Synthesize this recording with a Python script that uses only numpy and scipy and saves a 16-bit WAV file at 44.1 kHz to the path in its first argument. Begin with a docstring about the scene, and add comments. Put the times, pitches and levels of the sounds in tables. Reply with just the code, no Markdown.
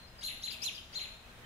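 """Small birds in a quiet yard

Birds chirp in quick bursts between houses and trees. The two sides of the syrinx sing at once,
a low arch and a high sweep, which mix into faint overtones; hoarse notes fall in between.
The echo of an earlier chirp rings faintly at the start, and distant birds call now and then.
Walls and foliage reflect the calls, over a soft outdoor hush and a distant machine hum."""
import sys
import numpy as np
from scipy import signal
from scipy.fft import rfft, irfft
from scipy.io import wavfile

SR = 44100
rng = np.random.default_rng(int(sys.argv[2]) if len(sys.argv) > 2 else 0)


def generate_wav(signal):
    """Clip the signal to [-1, 1] and save it as 16-bit WAV at the path in sys.argv[1]."""
    frames = np.transpose(np.atleast_2d(signal))
    scaled = np.clip(frames, -1, 1) * 32767
    pcm = np.round(scaled).astype(np.int16)
    wavfile.write(sys.argv[1], SR, pcm)


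N = 63945
TIME = np.arange(N) / SR
BIN_HZ = np.arange(N // 2 + 1) * SR / N


def from_db(db):
    """Amplitude ratio: tenfold for every 20 dB."""
    return 10 ** (np.asarray(db) / 20)


def rms_one(x):
    """Normalisation to unit mean power."""
    return x / np.sqrt(np.mean(x ** 2) + 1e-20)


def at_hz(points, hz):
    """Interpolation of a table on a logarithmic frequency axis."""
    known_hz, values = np.transpose(points)
    return np.interp(np.log(np.maximum(hz, 1)), np.log(known_hz), values)


def pan(lean_db):
    """Constant-power panning: two gains from a level difference, left minus right."""
    gains = from_db(np.array([[.5], [-.5]]) * lean_db)
    return gains / np.sqrt(np.mean(gains ** 2, axis=0))


def drift(corner_hz):
    """Low-pass filtered noise: a smooth random wander with a spread of about 1."""
    pole = np.exp(-2 * np.pi * corner_hz / SR)
    wander = signal.lfilter([1], [1, -2 * pole, pole * pole], rng.standard_normal(N + SR))
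    return rms_one(wander)[SR:]


def coloured(x, points):
    """Zero-phase filtering by a table of gain against frequency."""
    size = x.shape[-1]
    hz = np.arange(size // 2 + 1) * SR / size
    return irfft(rfft(x) * from_db(at_hz(points, hz)), size)


def phase_of(hz):
    """Phase as the time integral of frequency."""
    return 2 * np.pi * np.cumsum(hz) / SR


def gate(t, length_s, edge_s):
    """Amplitude envelope with raised-cosine attack and release."""
    return np.sin(np.pi / 2 * np.clip(np.minimum(t, length_s - t) / edge_s, 0, 1)) ** 2


def hush():
    """Diffuse noise of air and far traffic: coherence between the ears is lost towards the treble."""
    # shape of the noise spectrum: (frequency [Hz], relative density [dB])
    spectrum = [(12, -44), (20, 3.5), (185, -9), (315, -14.5), (352, -12), (427, -15), (465, -12.5),
                (549, -12.5), (1540, -14.5), (1870, -15.5), (3960, -19), (4310, -24.5), (15500, -34)]
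    # likeness of the two sides: (frequency [Hz], coherence [0-1])
    coherence = [(30, 0.79), (120, 0.94), (250, 0.88), (500, 0.7), (1000, 0.28), (3000, 0.034), (12000, .0)]
    # balance of the noise: (frequency [Hz], left minus right [dB])
    balance = [(30, 3), (100, 3), (500, 4), (1000, 0), (4000, 1.5), (12000, -1)]
    mid, side = rfft(rng.standard_normal((2, N))) * from_db(at_hz(spectrum, BIN_HZ))
    alike = at_hz(coherence, BIN_HZ)
    ears = np.sqrt(1 + alike) * mid + np.sqrt(1 - alike) * side * [[1], [-1]]
    noise = irfft(ears * pan(at_hz(balance, BIN_HZ)), N)
    level_db = -54 + 1.5 * drift(2.57)
    return from_db(level_db) * rms_one(noise)


def machine_hum():
    """Line spectrum of a distant machine, each partial slowly modulated in level and frequency."""
    # tones of the machine: (frequency [Hz], level [dB])
    partials = [(74, -68), (120, -70), (184, -72.5), (240, -70), (650, -75)]
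    waver_db, waver_hz = 3, 2
    tones = sum(from_db(db + waver_db * drift(2.6)) * np.sin(phase_of(hz + waver_hz * drift(4.1)))
                for hz, db in partials)
    return pan(lean_db=3) * np.sqrt(2) * tones


def faint_tone(start_s, length_s, start_hz, end_hz, level_db):
    """Linear frequency glide of a wavering tone: an earlier chirp's fading echo, or a distant call."""
    t = TIME - start_s
    hz = np.interp(t, [0, length_s], [start_hz, end_hz]) + 50 * drift(200)
    return from_db(level_db) * gate(t, length_s, length_s / 2) * np.sqrt(2) * np.sin(phase_of(hz))


def chirp(top_s, rise_s, fall_s, top_hz, end_hz, level_db, high_db, overtones_db, tilt_db,
          swell_s, swell_db, lean_db):
    """Nonlinear mixing: the two voices of the syrinx give rise to a sum tone and harmonics."""
    # envelopes of the voices: (place [-1 start, 0 top, 1 end], low voice [dB], high voice [dB])
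    effort = [(-1.15, -48, -32), (-1.19, -28, -2), (-0.99, -16, -3), (-0.28, -0.5, -3.5), (0.091, 1, -1.5),
              (0.31, 0, -6.5), (0.97, -6, -23), (1.03, -13.5, -40), (1.2, -34, -55)]
    # colour of the overtones: (frequency [Hz], gain [dB])
    beak = [(4000, -2), (8500, -6), (9700, -6), (10700, 2.5), (11500, 5), (13000, -6.5)]
    t = TIME - top_s
    places, low_effort, high_effort = np.transpose(effort)
    place = np.clip(t / np.where(t < 0, rise_s, fall_s), places[0], places[-1])
    sounding = (place > places[0]) & (place < places[-1])
    lead_s, settle_s = .028, .011
    unsettled = np.exp(-np.maximum(t + lead_s, 0) / settle_s)   # both voices start hoarse

    # The low voice climbs to its top and falls away.
    depth_hz = np.where(t < 0, 2196, top_hz - end_hz)
    arch_hz = top_hz - depth_hz * np.abs(place) ** 2.15
    low_jitter_hz = (18 + 169.8 * unsettled ** 2) * drift(200)
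    low_phase = phase_of(arch_hz + low_jitter_hz)

    # The high voice leaps up, settles and sags.
    ceiling_hz, leap_hz, sag_hz_per_s = 7254, 2750, 11400
    sweep_hz = ceiling_hz - leap_hz * unsettled - sag_hz_per_s * np.maximum(t, 0)
    high_jitter_hz = (50 + 332.6 * unsettled) * drift(500)
    high_phase = phase_of(sweep_hz + high_jitter_hz)

    flutter_db, swell_width_s = 2.04, 0.0064
    low_gain = from_db(np.interp(place, places, low_effort) + tilt_db * place + flutter_db * drift(200))
    high_gain = from_db(np.interp(place, places, high_effort) + flutter_db * drift(200))
    swell = from_db(swell_db * np.exp(-((TIME - swell_s) / swell_width_s) ** 2))
    voices = swell * low_gain * np.sin(low_phase) + from_db(high_db) * high_gain * np.sin(high_phase)

    mixed_gain = np.sqrt(low_gain * high_gain)
    sum_tone = mixed_gain * np.sin(low_phase + high_phase)
    harmonics = from_db(-10) * low_gain * np.sin(2 * low_phase)
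    harmonics += from_db(-4.5) * mixed_gain * np.sin(3 * low_phase)
    harmonics += from_db(-4.5) * unsettled * high_gain * np.sin(2 * high_phase)
    overtones = from_db(overtones_db) * coloured(sounding * (sum_tone + harmonics), beak)
    return pan(lean_db) * from_db(level_db) * np.sqrt(2) * (sounding * voices + overtones)


def hoarse_note(start_s, length_s, start_hz, middle_hz, end_hz, level_db, hoarseness, lean_db):
    """Random frequency modulation roughens a bent whistle; hiss swells towards its middle."""
    # spectrum of the hiss: (frequency [Hz], relative level [dB])
    rasp = [(1800, -52), (2600, 5.5), (5000, -20), (7000, -7.5), (9000, -10.5), (12000, -4.5), (15500, -22)]
    t = TIME - start_s
    parabola = np.polyfit([0, .5, 1], [start_hz, middle_hz, end_hz], 2)
    bend_hz = np.polyval(parabola, np.clip(t / length_s, 0, 1))
    jitter_hz = hoarseness * 601.5 * drift(700)
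    phase = phase_of(bend_hz + jitter_hz)
    tone = np.sin(phase) + from_db(-23.5) * np.sin(2 * phase)
    whistle = np.sqrt(2) * gate(t, length_s, edge_s=0.0046) * tone
    noise = rms_one(coloured(rng.standard_normal(N), rasp))
    hiss = hoarseness * from_db(2.5) * gate(t, length_s, length_s / 2) * noise
    return pan(lean_db) * from_db(level_db) * (whistle + hiss)


def yard_echoes(birds):
    """Reverberation by convolution: wall echoes, dense nearby scatter and a tail from the trees."""
    # reflections from a wall, the eaves and the next house: (delay [s], left [dB], right [dB])
    reflections = [(.0045, -22, -7.5), (0.0117, -22, -8.5), (0.021, -17.5, -11.5)]
    # colour of the scattered sound: (frequency [Hz], gain [dB])
    scatter_colour = [(1500, 3), (2800, 5), (3700, 3.5), (4200, -1), (5200, 1.5), (7000, 0.5), (11000, -1),
                      (16000, 2)]
    build_up = 1 - np.exp(-TIME / 0.0083)
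    response = np.zeros((2, N))
    for level_db, t60_s in ((-3, 0.4), (-5.5, 0.89)):   # early scatter, then the tail
        fade = np.exp(-np.log(1000) * TIME / t60_s) * build_up
        response += from_db(level_db) * fade / np.sqrt(np.sum(fade ** 2)) * rng.standard_normal((2, N))
    response = coloured(response, scatter_colour)
    for delay_s, left_db, right_db in reflections:
        response[:, int(delay_s * SR)] += from_db([left_db, right_db])
    return signal.fftconvolve(birds.mean(axis=0)[None], response, axes=1)[:, :N]


def scene():
    """Superposition of direct calls, their reflections and the background."""
    # a faint opening ring near 4.2 kHz, the fading echo of an earlier chirp, then distant calls:
    # (start [s], length [s], start pitch [Hz], end pitch [Hz], level [dB])
    faint_tones = [(-.09, 0.2, 4170, 4173, -59.5), (0.06, .04, 4990, 5000, -62.5),
                   (0.179, 0.033, 4920, 4860, -52), (0.567, 0.065, 2347, 2307, -61.5),
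                   (1.231, 0.035, 2880, 2257, -61.5), (1.285, 0.021, 2280, 2670, -71),
                   (1.281, 0.047, 1590, 1500, -63.5), (1.412, 0.045, 1820, 1960, -57),
                   (1.431, 0.038, 3150, 3020, -60)]
    # two-voiced chirps in close pairs: (time of top [s], rise [s], fall [s], top pitch [Hz],
    # end pitch [Hz], level [dB], high voice gain [dB], overtone gain [dB], low voice tilt [dB],
    # time of swell [s], swell [dB], left minus right [dB], echo send [dB])
    chirps = [ (.250, 0.035, 0.043, 4214, 1940, -41.5, -10, -10, -0.5, .243, 0, 4.5, 1.5),
              (.274, .032, .044, 4178, 2000, -48.5, -4.5, -7, 5.5, .272, 5.5, -2, -5),
              (.451, .031, 0.03, 4235, 1844, -42.5, -5.5, -12, 1, .441, 9, -3, -2.5),
              (.479, 0.032, 0.038, 4156, 1904, -47, -6.5, -12, 1.5, .483, 4, 16, -5.5),
              (.654, .033, .039, 4183, 2444, -42, -7, -12, 5, .656, 1.5, 17, -1.5),
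              (.659, .033, .038, 4151, 2394, -39.5, -9, -14.5, 5, .666, 6, -6, -10.5),
              (.963, .031, 0.041, 4206, 1992, -43.5, -8, -18.5, -0.5, .963, 4.5, 4, 2),
              (1.025, .031, .035, 4180, 2120, -50, -4, -11.5, 7, 1.014, 16, -2.5, -5), ]
    # hoarse notes: (start [s], length [s], start pitch [Hz], middle pitch [Hz], end pitch [Hz],
    # level [dB], hoarseness [0-1], left minus right [dB])
    notes = [ (.502, .026, 4700, 4700, 4160, -44.5, 0.4, 8), (.526, 0.031, 2700, 2700, 2255, -49.5, .1, 15),
             (.512, .036, 4403, 4010, 3250, -47.5, .75, -2),
             (.614, 0.015, 4000, 5050, 5440, -47.5, 0.52, 12), (.622, .028, 4630, 5615, 6760, -40, .35, 34),
             (0.62, .046, 4595, 5805, 7000, -46, 0.8, -19), (.622, .040, 2200, 2950, 3150, -49, .3, 1),
             (.745, 0.027, 4560, 4970, 4360, -50.5, 0.4, 9), (.774, 0.0195, 2800, 3200, 2530, -47, .12, 27),
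             ]
    # balance of the birds and their echoes: (frequency [Hz], left minus right [dB])
    bird_balance = [(2000, 0), (4300, 5.5), (7000, -1.5), (11000, -6.5), (15000, -13)]
    note_echo_db, left_lag_s = -3, 0.0003035   # the birds sit to the right
    calls = [(chirp(*row), echo_db) for *row, echo_db in chirps]
    calls += [(hoarse_note(*row), note_echo_db) for row in notes]
    calls += [(faint_tone(*row), 0) for row in faint_tones]
    left, right = sum(call for call, _ in calls)
    direct = np.array([rfft(left) * np.exp(-2j * np.pi * BIN_HZ * left_lag_s), rfft(right)])
    into_yard = sum(from_db(echo_db) * call for call, echo_db in calls)
    reflected = rfft(yard_echoes(into_yard))
    birds = irfft((direct + reflected) * pan(at_hz(bird_balance, BIN_HZ)), N)
    return birds + hush() + machine_hum()


def record(dry):
    """Band limiting: a steep elliptic low-pass removes the highest treble."""
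    cutoff_hz = 15700
    return signal.sosfilt(signal.ellip(12, .1, 80, cutoff_hz, fs=SR, output="sos"), dry)


dry = scene()
out = record(dry)
generate_wav(out)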